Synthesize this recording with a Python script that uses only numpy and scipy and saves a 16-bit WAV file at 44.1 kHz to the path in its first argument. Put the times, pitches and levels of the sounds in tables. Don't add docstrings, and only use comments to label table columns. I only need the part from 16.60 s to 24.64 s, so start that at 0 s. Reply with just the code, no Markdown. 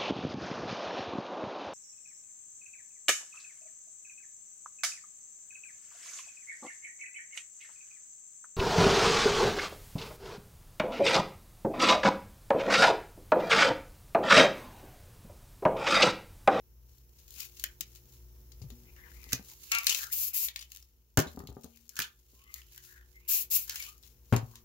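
import sys
import numpy as np
from scipy import signal
from scipy.fft import rfft, irfft, next_fast_len
from scipy.io import wavfile
from scipy.ndimage import uniform_filter1d

SR = 44100
rng = np.random.default_rng(int(sys.argv[2]) if len(sys.argv) > 2 else 0)


def voltage_ratio(level):
    return 10 ** (np.asarray(level, float) / 20)


def waveform_to_disk(signal):
    frames = np.transpose(np.atleast_2d(signal))
    scaled = np.clip(frames, -1, 1) * 32767
    samples = np.round(scaled).astype(np.int16)
    wavfile.write(sys.argv[1], SR, samples)


N = 354563
TIME = np.arange(N) / SR
STEP = 32
LEFT_LEAD = 11
TOP_HZ = 15800
ALIKE_BASS = .95


def in_time(rows):
    s, *columns = np.transpose(rows)
    return [np.interp(TIME, s, c) for c in columns]


def rms_one(x):
    return x / np.sqrt(np.mean(x ** 2) + 1e-20)


def drift(rate):
    r = np.exp(-2 * np.pi * rate * 20 / SR)
    steps = rng.standard_normal(N // 20 + 3002)
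    slow = signal.lfilter([1], [1, -2 * r, r * r], steps)[3000:]
    return np.interp(np.arange(N) / 20, np.arange(len(slow)), rms_one(slow - slow.mean()))


def noise(spectrum, alike, lead=LEFT_LEAD):
    size = next_fast_len(N + 64)
    hz = np.maximum(np.arange(size // 2 + 1) * SR / size, 1)
    points = np.array(spectrum)
    shared, left, right = rng.standard_normal((3, size))
    alike = np.clip(alike, 0, 1)
    common = np.sqrt(alike) * np.array([shared, np.roll(shared, lead)])
    own = np.sqrt(1 - alike) * np.array([left, right])
    colour = voltage_ratio(np.interp(np.log(hz), np.log(points[:, 0]), points[:, 1])) * (hz < TOP_HZ)
    return rms_one(irfft(rfft(common + own) * colour, size)[:, :N])


def sides(pan_db):
    return np.array([voltage_ratio(pan_db / 2), voltage_ratio(-pan_db / 2)])


def placed(x, pan_db):
    return np.array([x, np.roll(x, LEFT_LEAD)]) * sides(pan_db)[:, None]


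def ring(clicks, hz, t60):
    r, w = voltage_ratio(-60 / (t60 * SR)), 2 * np.pi * hz / SR
    return signal.lfilter([0, np.sin(w)], [1, -2 * r * np.cos(w), r * r], clicks + 1e-18)


def fade(clicks, t60):
    return signal.lfilter([1], [1, -voltage_ratio(-60 / (t60 * SR))], clicks + 1e-18)


def grain(per_s, spread_db, t60, smooth):
    sizes = voltage_ratio(spread_db * np.minimum(rng.exponential(1, N), 4))
    born = rng.random(N) < per_s / SR
    return rms_one(smooth + rms_one(fade(sizes * born, t60)))


def no_bass(x, hz):
    return signal.sosfilt(signal.butter(4, hz, "high", fs=SR, output="sos"), x)


def dull(x, hz):
    return signal.sosfilt(signal.butter(2, min(hz, 18000), fs=SR, output="sos"), x)


def swell_power(s, db, held_s, rise, fall):
    t = TIME[::STEP]
    below_db = rise * np.maximum(s - t, 0) + fall * np.maximum(t - s - abs(held_s), 0)
    return voltage_ratio(2 * (db - np.minimum(below_db, 150)))


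# time_s, hum_db
BACKGROUND_GAIN = [(0.0, -56.5), (2.53, -50), (3.09, -56.5), (4.45, -62), (4.6, -63.5), (8.04, -54.5)]
# pitch_hz, level_db
MOTOR_LINES = [(59.5, -3), (119.5, -12), (238.5, -27), (358.5, -18.5), (477, -25)]
# frequency_hz, density_db_per_hz
RUMBLE = [(12, -37.5), (20, -49), (39, -9), (59, 9), (86, -9.5), (124, -14.5), (323, -22.5), (360, -22.5),
          (409, -21), (472, -24.5), (1500, -52), (1950, -75.5), (3300, -120)]
# frequency_hz, density_db_per_hz
HISS = [(410, -30), (700, -20.5), (920, -8.5), (1010, -13.5), (4560, -21), (5540, -9.5), (8630, -24.5),
        (12700, -8.5), (15700, -5.5)]


def background():
    hum_db, = in_time(BACKGROUND_GAIN)
    lines = 0
    for hz, db in MOTOR_LINES:
        lines = lines + voltage_ratio(db + 2.5 * drift(1.4)) * np.sin(2 * np.pi * hz * TIME + 1.1 * drift(3.3))
    rumble = voltage_ratio(-6.5) * noise(RUMBLE, alike=ALIKE_BASS, lead=0) * voltage_ratio(0.5 * drift(6.2))
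    hiss = voltage_ratio(-14.0) * noise(HISS, alike=0.079)
    return voltage_ratio(hum_db) * (voltage_ratio(-2.0) * lines * sides(3.0)[:, None] + rumble + hiss)


# frequency_hz, density_db_per_hz
PAPER = [(1180, -14), (2000, -12), (2140, -6.5), (2280, -10.5), (2730, -5), (3380, -7), (4350, -3),
         (4860, -4), (7040, 0.5), (8080, -11.5), (10700, -4.5), (15700, 1)]
# start_s, level_db, held_s
STROKES = [(.3, -69, 0.097), (.55, -73, 3.75), (.6, -62.5, 0.019), (.73, -61, 0.018),
           (0.799, -44.5, 0.0058), (1.0, -53.5, 0.054), (1.3, -61, 0.07), (1.54, -59.5, 0.0045),
           (2.12, -68.5, 0.28), (2.53, -63.5, 0.094), (2.74, -53.5, 0.013), (2.911, -49.5, 0.0067),
           (3.04, -51, 0.4), (3.298, -37, 0.092), (3.99, -58, 0.015), (4.14, -59, .02),
           (4.659, -59.5, 0.043), (4.75, -72, 2.5), (5.41, -51.5, 0.0039), (5.74, -63.5, 0.021),
           (5.971, -56, 0.0054), (6.12, -59, 0.077), (6.25, -57, 0.049), (7.101, -46.5, 0.15),
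           (7.45, -63.5, 0.022), (7.7, -64.5, 0.25)]
# start_s, level_db, held_s, pitch_hz
POCKETS = [(.78, -56.5, 0.052, 2590), (2.28, -61.5, 0.006, 2500), (2.38, -59, 0.094, 1870),
           (2.56, -64.5, 0.19, 2200), (2.92, -61.5, 0.0069, 950), (3.1, -57, 0.072, 2700),
           (3.245, -46, 0.028, 2060), (3.288, -34.5, 0.026, 2700), (3.4, -50, 0.075, 1530),
           (3.525, -55.5, 0.016, 2500), (3.745, -52, .012, 2530), (3.825, -57, .012, 2700),
           (4.098, -82, 0.088, 2910), (5.15, -71, 0.0038, 2830), (5.375, -50.5, 0.015, 1620),
           (5.43, -48, 0.005, 3380), (5.8, -69.5, 0.16, 2570), (5.96, -60.5, 0.026, 2050),
           (6.08, -72.5, 0.099, 3000), (6.17, -60.5, 0.021, 1750), (6.288, -62.5, 0.14, 1680),
           (6.62, -67.5, 0.026, 2520), (6.7, -54, 0.097, 2700), (7.1, -51.5, 0.045, 1670),
           (7.221, -52.5, 0.055, 2700), (7.86, -68.5, 0.11, 1050)]
STROKE_RISE_DB_PER_S, STROKE_FALL_DB_PER_S, STILL_DB = 194, 170, -80
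POCKET_RISE_DB_PER_S, POCKET_FALL_DB_PER_S, FLAT_DB = 519.5, 290.5, -90.5


def rustle():
    bright = noise(PAPER, alike=0.26)
    white = noise([(20, 0.0068), (20000, 0.032)], alike=0.39)
    stroking = voltage_ratio(2 * STILL_DB)
    for row in STROKES:
        stroking = stroking + swell_power(*row, STROKE_RISE_DB_PER_S, STROKE_FALL_DB_PER_S)
    pockets = np.array([swell_power(*row[:3], POCKET_RISE_DB_PER_S, POCKET_FALL_DB_PER_S) for row in POCKETS])
    hollow_hz = np.array(POCKETS)[pockets.argmax(axis=0), 3]
    hollow_hz = uniform_filter1d(hollow_hz, size=SR // 25 // STEP)

    def smooth(control):
        return np.interp(TIME, TIME[::STEP], control)

    hollow, power = 0, 1e-9
    for k, hz in enumerate(np.geomspace(800, 3600, num=9)):
        octaves_off = np.log2(hollow_hz / hz)
        gain = voltage_ratio(np.maximum(-125 * octaves_off ** 2, -19) + 4.2 * drift(12.0)[::STEP])
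        hollow = hollow + (-1) ** k * smooth(gain) * rms_one(ring(white, hz, 25.0 / hz))
        power = power + gain ** 2
    grains = grain(per_s=140, spread_db=3.5, t60=0.015, smooth=2.2) * voltage_ratio(1.5 * drift(30))
    pocket_level = np.sqrt((voltage_ratio(2 * FLAT_DB) + pockets.sum(axis=0)) / power)
    mix = smooth(np.sqrt(stroking)) * bright + smooth(pocket_level) * hollow
    return no_bass(sides(5.0 + 4.6 * drift(1.8)) * mix * grains, hz=950.0)


# time_s, pan_db
HAND = [(0.6, 5.5), (.97, 5.5), (1.21, 14.5), (2.4, 14), (2.73, -3), (2.92, 0.5), (3.12, 4.5), (3.3, 9.5),
        (4.0, 6.5), (4.58, -1), (5.29, 14.5), (5.37, -0.5), (5.94, 8.5), (7.1, 1), (7.43, 8), (7.9, 3)]
# start_s, peak_db
FLECKS = [(0.2687, -59), (0.382, -46), (0.4932, -50), (0.6638, -54), (0.6886, -49), (0.7063, -34),
          (0.74, -36), (0.782, -39), (0.805, -23), (0.8469, -37), (0.997, -28), (3.1856, -16.5),
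          (3.2441, -24), (3.297, -15), (3.312, -31), (3.335, -31), (3.4116, -33), (3.443, -27),
          (3.468, -34), (4.5727, -8.5), (4.5902, -14), (4.6004, -16), (4.6215, -30), (4.717, -54),
          (4.761, -42.5), (4.7914, -34.5), (4.8383, -50), (4.849, -58), (4.902, -46), (4.9265, -50),
          (4.95, -52), (5.0107, -48), (5.0436, -35.5), (5.105, -52), (5.1476, -60), (5.1597, -46),
          (5.255, -55), (5.2797, -53), (5.2923, -32), (5.356, -34), (5.424, -23.5), (5.5586, -61),
          (5.7187, -51.5), (5.839, -44.5), (5.9233, -53), (5.9409, -25.5), (6.114, -57), (6.1604, -39),
          (6.238, -52), (6.258, -44), (6.4096, -62), (7.0648, -42), (7.0768, -44), (7.1573, -22.5),
          (7.172, -34), (7.182, -37), (7.2405, -36), (7.289, -34), (7.3795, -45), (7.4275, -43)]
FLECK_T60_S, FLECK_TAIL_T60_S, FLECK_TAIL_DB = .008, .04, -11.5


def flecks():
    s, peak_db = np.transpose(FLECKS)
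    clicks = np.zeros((2, N))
    clicks[:, (s * SR).astype(int)] = voltage_ratio(peak_db - 6.5) * sides(np.interp(s, *np.transpose(HAND)))
    tail = voltage_ratio(FLECK_TAIL_DB) * fade(clicks, FLECK_TAIL_T60_S)
    shape = fade(clicks, FLECK_T60_S) + tail - fade(clicks, 0.0018)
    return no_bass(noise(PAPER, alike=0.71) * shape, hz=3600.0)


# start_s, peak_db, fold_pitch_hz, fold_ring_db
CRUMPLES = [(0.5851, -46.5, 5230, -8), (0.8016, -29, 4400, -39), (0.9687, -40, 4800, -19),
            (0.9953, -43, 4000, -6), (2.0168, -48, 4880, -4), (2.3627, -55, 1900, 2),
            (2.6902, -37.5, 2950, -10), (3.1827, -28, 1370, -1), (3.2933, -15, 2660, -15),
            (4.573, -18.5, 1610, -0.5), (4.5895, -21, 1050, -5), (4.6706, -41, 4000, 5),
            (5.366, -28, 1550, -12.5), (5.4182, -23.5, 3380, -8.5), (7.1572, -28, 2970, -1.5),
            (7.222, -27.5, 2706, -15.5), (7.7243, -34.5, 1187, 12)]
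# start_s, peak_db, fold_pitch_hz, fold_ring_db
SNAPS = [(1.3575, -43.5, 3830, -26), (1.9185, -45, 4730, 0), (2.1026, -43, 3800, -3),
         (2.7215, -19.5, 1710, -7), (2.9139, -42, 3830, -22), (3.117, -13, 2700, -8.5),
         (3.1487, -17, 2900, -9), (3.2681, -10, 4410, -2), (3.3465, -17, 2700, -13),
         (3.8846, -29.5, 3870, 4.5), (3.9916, -38, 4750, 7), (4.011, -30.5, 3650, -4),
         (4.8718, -38.5, 4060, 0.5), (5.0345, -45, 6300, 5.5), (5.2925, -44, 5300, -1),
         (6.9125, -42, 4350, 0), (7.095, -16.5, 4570, -7), (7.434, -48, 3680, 5.5),
         (7.7634, -23, 2680, -2.5), (7.9351, -57.5, 1050, 11), (7.9555, -31.5, 3820, -12)]
# start_s, peak_db, fold_pitch_hz, fold_ring_db
TICKS = [(0.6804, -47, 4320, -16), (1.0395, -15, 1620, -12), (1.2078, -19.5, 2900, -28),
         (2.516, -47, 1800, 4), (2.6405, -34, 1250, -14), (2.7304, -10.5, 1800, -11.5),
         (2.7459, -28, 4400, -5), (3.3068, -33, 4340, 8), (3.3897, -26, 2350, -2.5),
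         (3.9598, -21.5, 4150, 2), (4.0254, -38, 3600, 5), (4.119, -31.5, 5260, -19),
         (4.1482, -37, 5040, -18), (4.1614, -38, 3250, -18), (4.1711, -39.5, 2800, -7),
         (4.226, -43, 5300, -2), (4.802, -47, 1140, 17), (5.1726, -47, 3930, -7), (5.3904, -16.5, 1784, -3),
         (5.401, -16.5, 1630, -2), (6.0167, -45, 3020, 3), (6.1778, -34.5, 1630, -7),
         (6.6848, -30.5, 5000, -27), (7.1998, -28, 2250, -23)]
TICK_T60_S, SNAP_T60_S, CRUMPLE_T60_S = 0.078, 0.11, 0.13
TICK_TAIL_DB, SNAP_TAIL_DB, CRUMPLE_TAIL_DB = -18, -11, -5
TAIL_DULL_HZ = 9500


def snaps():
    crackle = grain(per_s=690, spread_db=2.5, t60=0.01, smooth=0.99)
    bright = no_bass(noise(PAPER, alike=0.35, lead=0) * crackle, hz=1630.0)
    bright = np.array([bright, dull(bright, hz=TAIL_DULL_HZ)])
    bright = np.pad(bright, ((0, 0), (0, 0), (0, SR // 4)), mode="wrap")
    out, t = np.zeros((2, N + SR)), np.arange(SR // 4) / SR
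    kinds = [(CRUMPLES, CRUMPLE_T60_S, CRUMPLE_TAIL_DB),
             (SNAPS, SNAP_T60_S, SNAP_TAIL_DB),
             (TICKS, TICK_T60_S, TICK_TAIL_DB)]
    rows = [(*row, t60, tail_db) for table, t60, tail_db in kinds for row in table]
    whites = rng.standard_normal((len(rows), len(t)))
    for (s, peak_db, hz, fold_db, t60, tail_db), white in zip(rows, whites):
        pan_db = np.interp(s, *np.transpose(HAND))
        i = round(s * SR)
        span = slice(i, i + len(t))
        rise = 1 - np.exp(-t / (0.0073 * t60))
        crack = voltage_ratio(-2.5 - 60 * t / 0.002) * (tail_db < -6) + rise * voltage_ratio(-60 * t / 0.014)
        tail = rise * voltage_ratio(tail_db - 60 * t / t60)
        fold = ring(ring(white, hz, 18.0 / hz), hz, 2.0 / hz)
        higher = 1.75 + 0.29 * white[0]
        second = ring(white[::-1], hz * higher, 67.0 / hz)
        fold = rms_one(rms_one(fold) + .5 * rms_one(second))
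        both = voltage_ratio(peak_db - 4.5) * (crack * bright[0, :, span] + tail * bright[1, :, span])
        fold_shape = crack + tail * voltage_ratio(-25.0 * t / t60)
        both = both + voltage_ratio(peak_db - 6.0 + fold_db) * fold_shape * fold
        both = both * sides(pan_db)[:, None]
        late = int(np.clip(2.6 * pan_db, -8, 17))
        out[0, span] += both[0]
        out[1, i + late:i + late + len(t)] += both[1]
    return no_bass(out[:, :N], hz=1050.0)


# start_s, peak_db, upper_modes_db, boom_hz, boom_t60_s
BUMPS = [(1.04, -46.5, -28, 600, 0.026), (1.209, -48, -24, 190, 0.11), (2.017, -29, -27, 110, 0.21),
         (2.041, -28.5, -36, 136, 0.13), (2.103, -42.5, -12.5, 108, 0.16), (2.12, -43.5, -27.5, 240, 0.37),
         (2.665, -46, -10, 75.4, 0.82), (2.727, -42, -11, 140, 0.098), (2.733, -29, -10, 124, 0.17),
         (2.795, -38.5, -17, 202, 0.11), (3.269, -46, -24.5, 520, .07), (3.295, -44, -24.5, 433, 0.056),
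         (3.346, -46.5, -25.5, 560, 0.053), (3.39, -50, -33, 467, 0.049), (3.44, -58, -24.5, 537, 0.059),
         (4.573, -20.5, -4.5, 153.5, 0.19), (4.58, -5.5, -21.5, 116.5, 0.067),
         (4.594, -19.5, -16.5, 152, 0.15), (4.664, -36, -8.5, 76.7, 0.38), (4.749, -43, -15, 228, 0.083),
         (4.774, -34.5, -7, 73, 0.28), (4.788, -45, -9, 129, 0.06), (4.802, -39, -7, 96, 0.14),
         (4.837, -36, -13.5, 160, 0.089), (4.852, -39, -19, 181, 0.05), (4.868, -40.5, -33, 90, 0.07),
         (4.889, -31.5, -19, 121, 0.1), (4.899, -30.5, -21, 69.6, 0.12), (4.918, -36.5, -12.5, 74.5, 0.21),
         (4.9682, -43.5, -0.5, 139, 0.17), (5.0429, -45.5, -4, 77, 0.31), (5.0541, -50.5, 1, 111, 0.069),
         (5.392, -40.5, -4.5, 146, 0.15), (5.734, -52.5, -13, 75.4, 0.14), (7.7236, -9.5, -40, 113.5, 0.32),
         (7.7256, -23, -3, 464, 0.054), (7.735, -25, -1.5, 540, 0.056), (7.7649, -16, -21, 115.6, 0.19),
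         (7.829, -26.5, -26, 126, 0.16)]
# pitch_hz, level_db, t60_s
TABLE_MODES = [(188, 0.5, 0.1), (231.8, -10, 1), (257, 4.5, 0.076), (396.5, -2, 0.13), (446, -1.5, 0.042),
               (744, -4.5, 0.046), (843, -17.5, 0.4), (1187, -11.5, 0.079), (2680, -34.5, 0.48)]
# frequency_hz, density_db_per_hz
THUD = [(120, -23), (250, 5), (500, -13.5), (1200, -16.5), (2500, -22.5), (6000, -42.5)]
# from_s, to_s
HANDS_OFF = [
    (2.09, 2.2),
    (4.76, 5.1),
]
SOFT_BELOW_DB, SOFT_HZ = -25, 1320


def bumps():
    boom, shake = np.zeros(N + SR), np.zeros((2, N))
    strikes = np.zeros((len(TABLE_MODES), N))
    spreads = rng.normal(0, 3, (len(BUMPS), len(TABLE_MODES)))
    t = np.arange(SR // 2) / SR
    lasting = np.array(TABLE_MODES)[:, 2] > .19
    for (s, peak_db, upper_db, hz, t60), spread_db in zip(BUMPS, spreads):
        i = round(s * SR)
        boom[i:i + len(t)] -= voltage_ratio(peak_db - 7.5 - 60 * t / max(t60, .02)) * np.sin(2 * np.pi * hz * t)
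        held = all(not a < s < b for a, b in HANDS_OFF)
        held_db = -18 * lasting * held
        strikes[:, i] -= voltage_ratio(peak_db + upper_db - 5.5 + spread_db + held_db)
        shake[int(peak_db < SOFT_BELOW_DB), i] += voltage_ratio(peak_db + upper_db + 2.0)
    knock = sum(voltage_ratio(db) * ring(hit, hz, t60) for hit, (hz, db, t60) in zip(strikes, TABLE_MODES))
    knock = dull(knock, hz=2200.0)
    dense = noise(THUD, alike=ALIKE_BASS, lead=0)
    hard = dense * fade(shake[0], .085)
    soft = dense * fade(shake[1], .06)
    thud = hard + voltage_ratio(-4.5) * dull(dull(soft, hz=SOFT_HZ), hz=SOFT_HZ)
    high_pass = signal.butter(2, 55.0, "high", fs=SR, output="sos")
    return signal.sosfilt(high_pass, boom[:N] + knock + thud) * sides(5.0)[:, None]


# time_s, slips_per_s, level_db
SQUEAK = [(3.11, 243, -62), (3.12, 226, -30.5), (3.165, 225, -30.5), (3.192, 228, -35), (3.205, 222, -45.5),
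          (3.23, 230, -47.5), (3.265, 270, -61.5), (3.3, 410, -100)]
# pitch_hz, width_hz, level_db
GLOVE = [(890, 490, 0), (1100, 110, -6.5), (1350, 180, 1.5), (2250, 110, 0), (2700, 110, -3.5)]


def squeak():
    per_s, level_db = in_time(SQUEAK)
    slip_count = np.floor(np.cumsum(per_s * (1 + 0.029 * drift(60))) / SR)
    slips = np.diff(slip_count, prepend=0) * voltage_ratio(0.78 * rng.standard_normal(N))
    slips = np.diff(slips, prepend=0)
    rings = 0
    for k, (hz, width, db) in enumerate(GLOVE):
        rings = rings + voltage_ratio(db) * (-1) ** k * ring(slips, hz, np.log(1000) / np.pi / width)
    sounding = (TIME > SQUEAK[0][0]) * (TIME < SQUEAK[-1][0])
    return placed(rms_one(no_bass(rings, hz=800.0)) * voltage_ratio(level_db) * sounding, 4.6)


# start_s, end_s, start_db, midway_db, end_db
PULLS = [
    (3.519, 3.679, -29, -30.5, -32),
    (3.736, 3.85, -29, -33.5, -26.5),
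    (6.682, 6.82, -30.5, -25, -34),
    (6.905, 7.025, -29.5, -28.5, -36),
]
# frequency_hz, density_db_per_hz
TEAR = [(150, -35), (250, -36), (406, -30), (564, -35), (933, -38), (1280, -32), (1720, -35.5),
        (2100, -24.5), (2680, -17.5), (3190, -23), (6960, -10.5), (8710, -19.5), (12500, -3.5), (15700, -4)]
PULL_PAN_DB = 5.5


def pulls():
    threads = grain(per_s=340, spread_db=12.0, t60=0.011, smooth=38.0)
    hiss = noise(TEAR, alike=0.28) * threads * voltage_ratio(2.0 * drift(16))
    level = 0
    for start, end, start_db, mid_db, end_db in PULLS:
        corners = [start - .004, start + 0.0089, (start + end) / 2, end, end + 0.067]
        levels = [start_db - 17.5, start_db, mid_db, end_db, end_db - 40.0]
        level = level + voltage_ratio(np.interp(TIME, corners, levels, left=-150, right=-150))
    return level * sides(PULL_PAN_DB)[:, None] * hiss


# start_s, length_s, first_hz, last_hz, top_db
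WHISTLES = [
    (5.745, 0.31, 1007, 1385, -77.5),
    (5.837, 0.18, 2030, 2180, -62),
    (6.533, 0.1, 2054, 2170, -59.5),
    (7.175, 0.082, 2283, 2250, -44),
    (7.242, 0.12, 1095, 1350, -65),
]
WHISTLE_TOP_SHARE, WHISTLE_EDGE_DB = 0.36, -82.5


def whistles():
    out = 0
    waver = 1 + .007 * drift(60)
    flicker = 1.93 * (1 + 0.56 * drift(130))
    for s, length, first_hz, last_hz, top_db in WHISTLES:
        hz = np.interp(TIME, [s, s + length], [first_hz, last_hz])
        corners = [s, s + WHISTLE_TOP_SHARE * length, s + length]
        levels = [WHISTLE_EDGE_DB, top_db, WHISTLE_EDGE_DB]
        level_db = np.interp(TIME, corners, levels, left=-150, right=-150)
        out = out + voltage_ratio(level_db) * np.sin(2 * np.pi * np.cumsum(hz * waver) / SR)
    return placed(out * flicker, 5.0)


ROOM_T60_S, WALL_CUT_HZ = 0.26, 3670


def room(x):
    size = next_fast_len(N + SR)
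    turn = np.exp(-2j * np.pi * np.arange(size // 2 + 1) / size)
    keep = np.exp(-2 * np.pi * WALL_CUT_HZ / SR)
    wall = (1 - keep) / (1 - keep * turn)
    answer = np.zeros((2, len(turn)), complex)
    lags = (rng.uniform(0.0054, .03, 16) * SR).astype(int)
    for k, lag in enumerate(lags):
        once = voltage_ratio(-60 * lag / SR / ROOM_T60_S) * wall * np.exp(1j * np.angle(turn) * lag)
        answer[k % 2] += (-1) ** (k // 2) * once / (1 - once)
    return irfft(rfft(x, size) * answer, size)[:, :N]


def scene():
    crisp = flecks() + snaps() + squeak() + pulls() + whistles()
    table = bumps()
    wet = room(voltage_ratio(-8.5) * crisp.mean(axis=0) + voltage_ratio(-11.0) * no_bass(table.mean(axis=0), hz=423.0))
    return background() + rustle() + crisp + table + wet


def band_limit(x):
    return signal.sosfilt(signal.butter(12, 16990, fs=SR, output="sos"), x)


def record(dry):
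    top_cut = signal.cheby2(10, 60, 17300, fs=SR, output="sos")
    return band_limit(signal.sosfilt(top_cut, dry))


dry = scene()
out = record(dry)
waveform_to_disk(out)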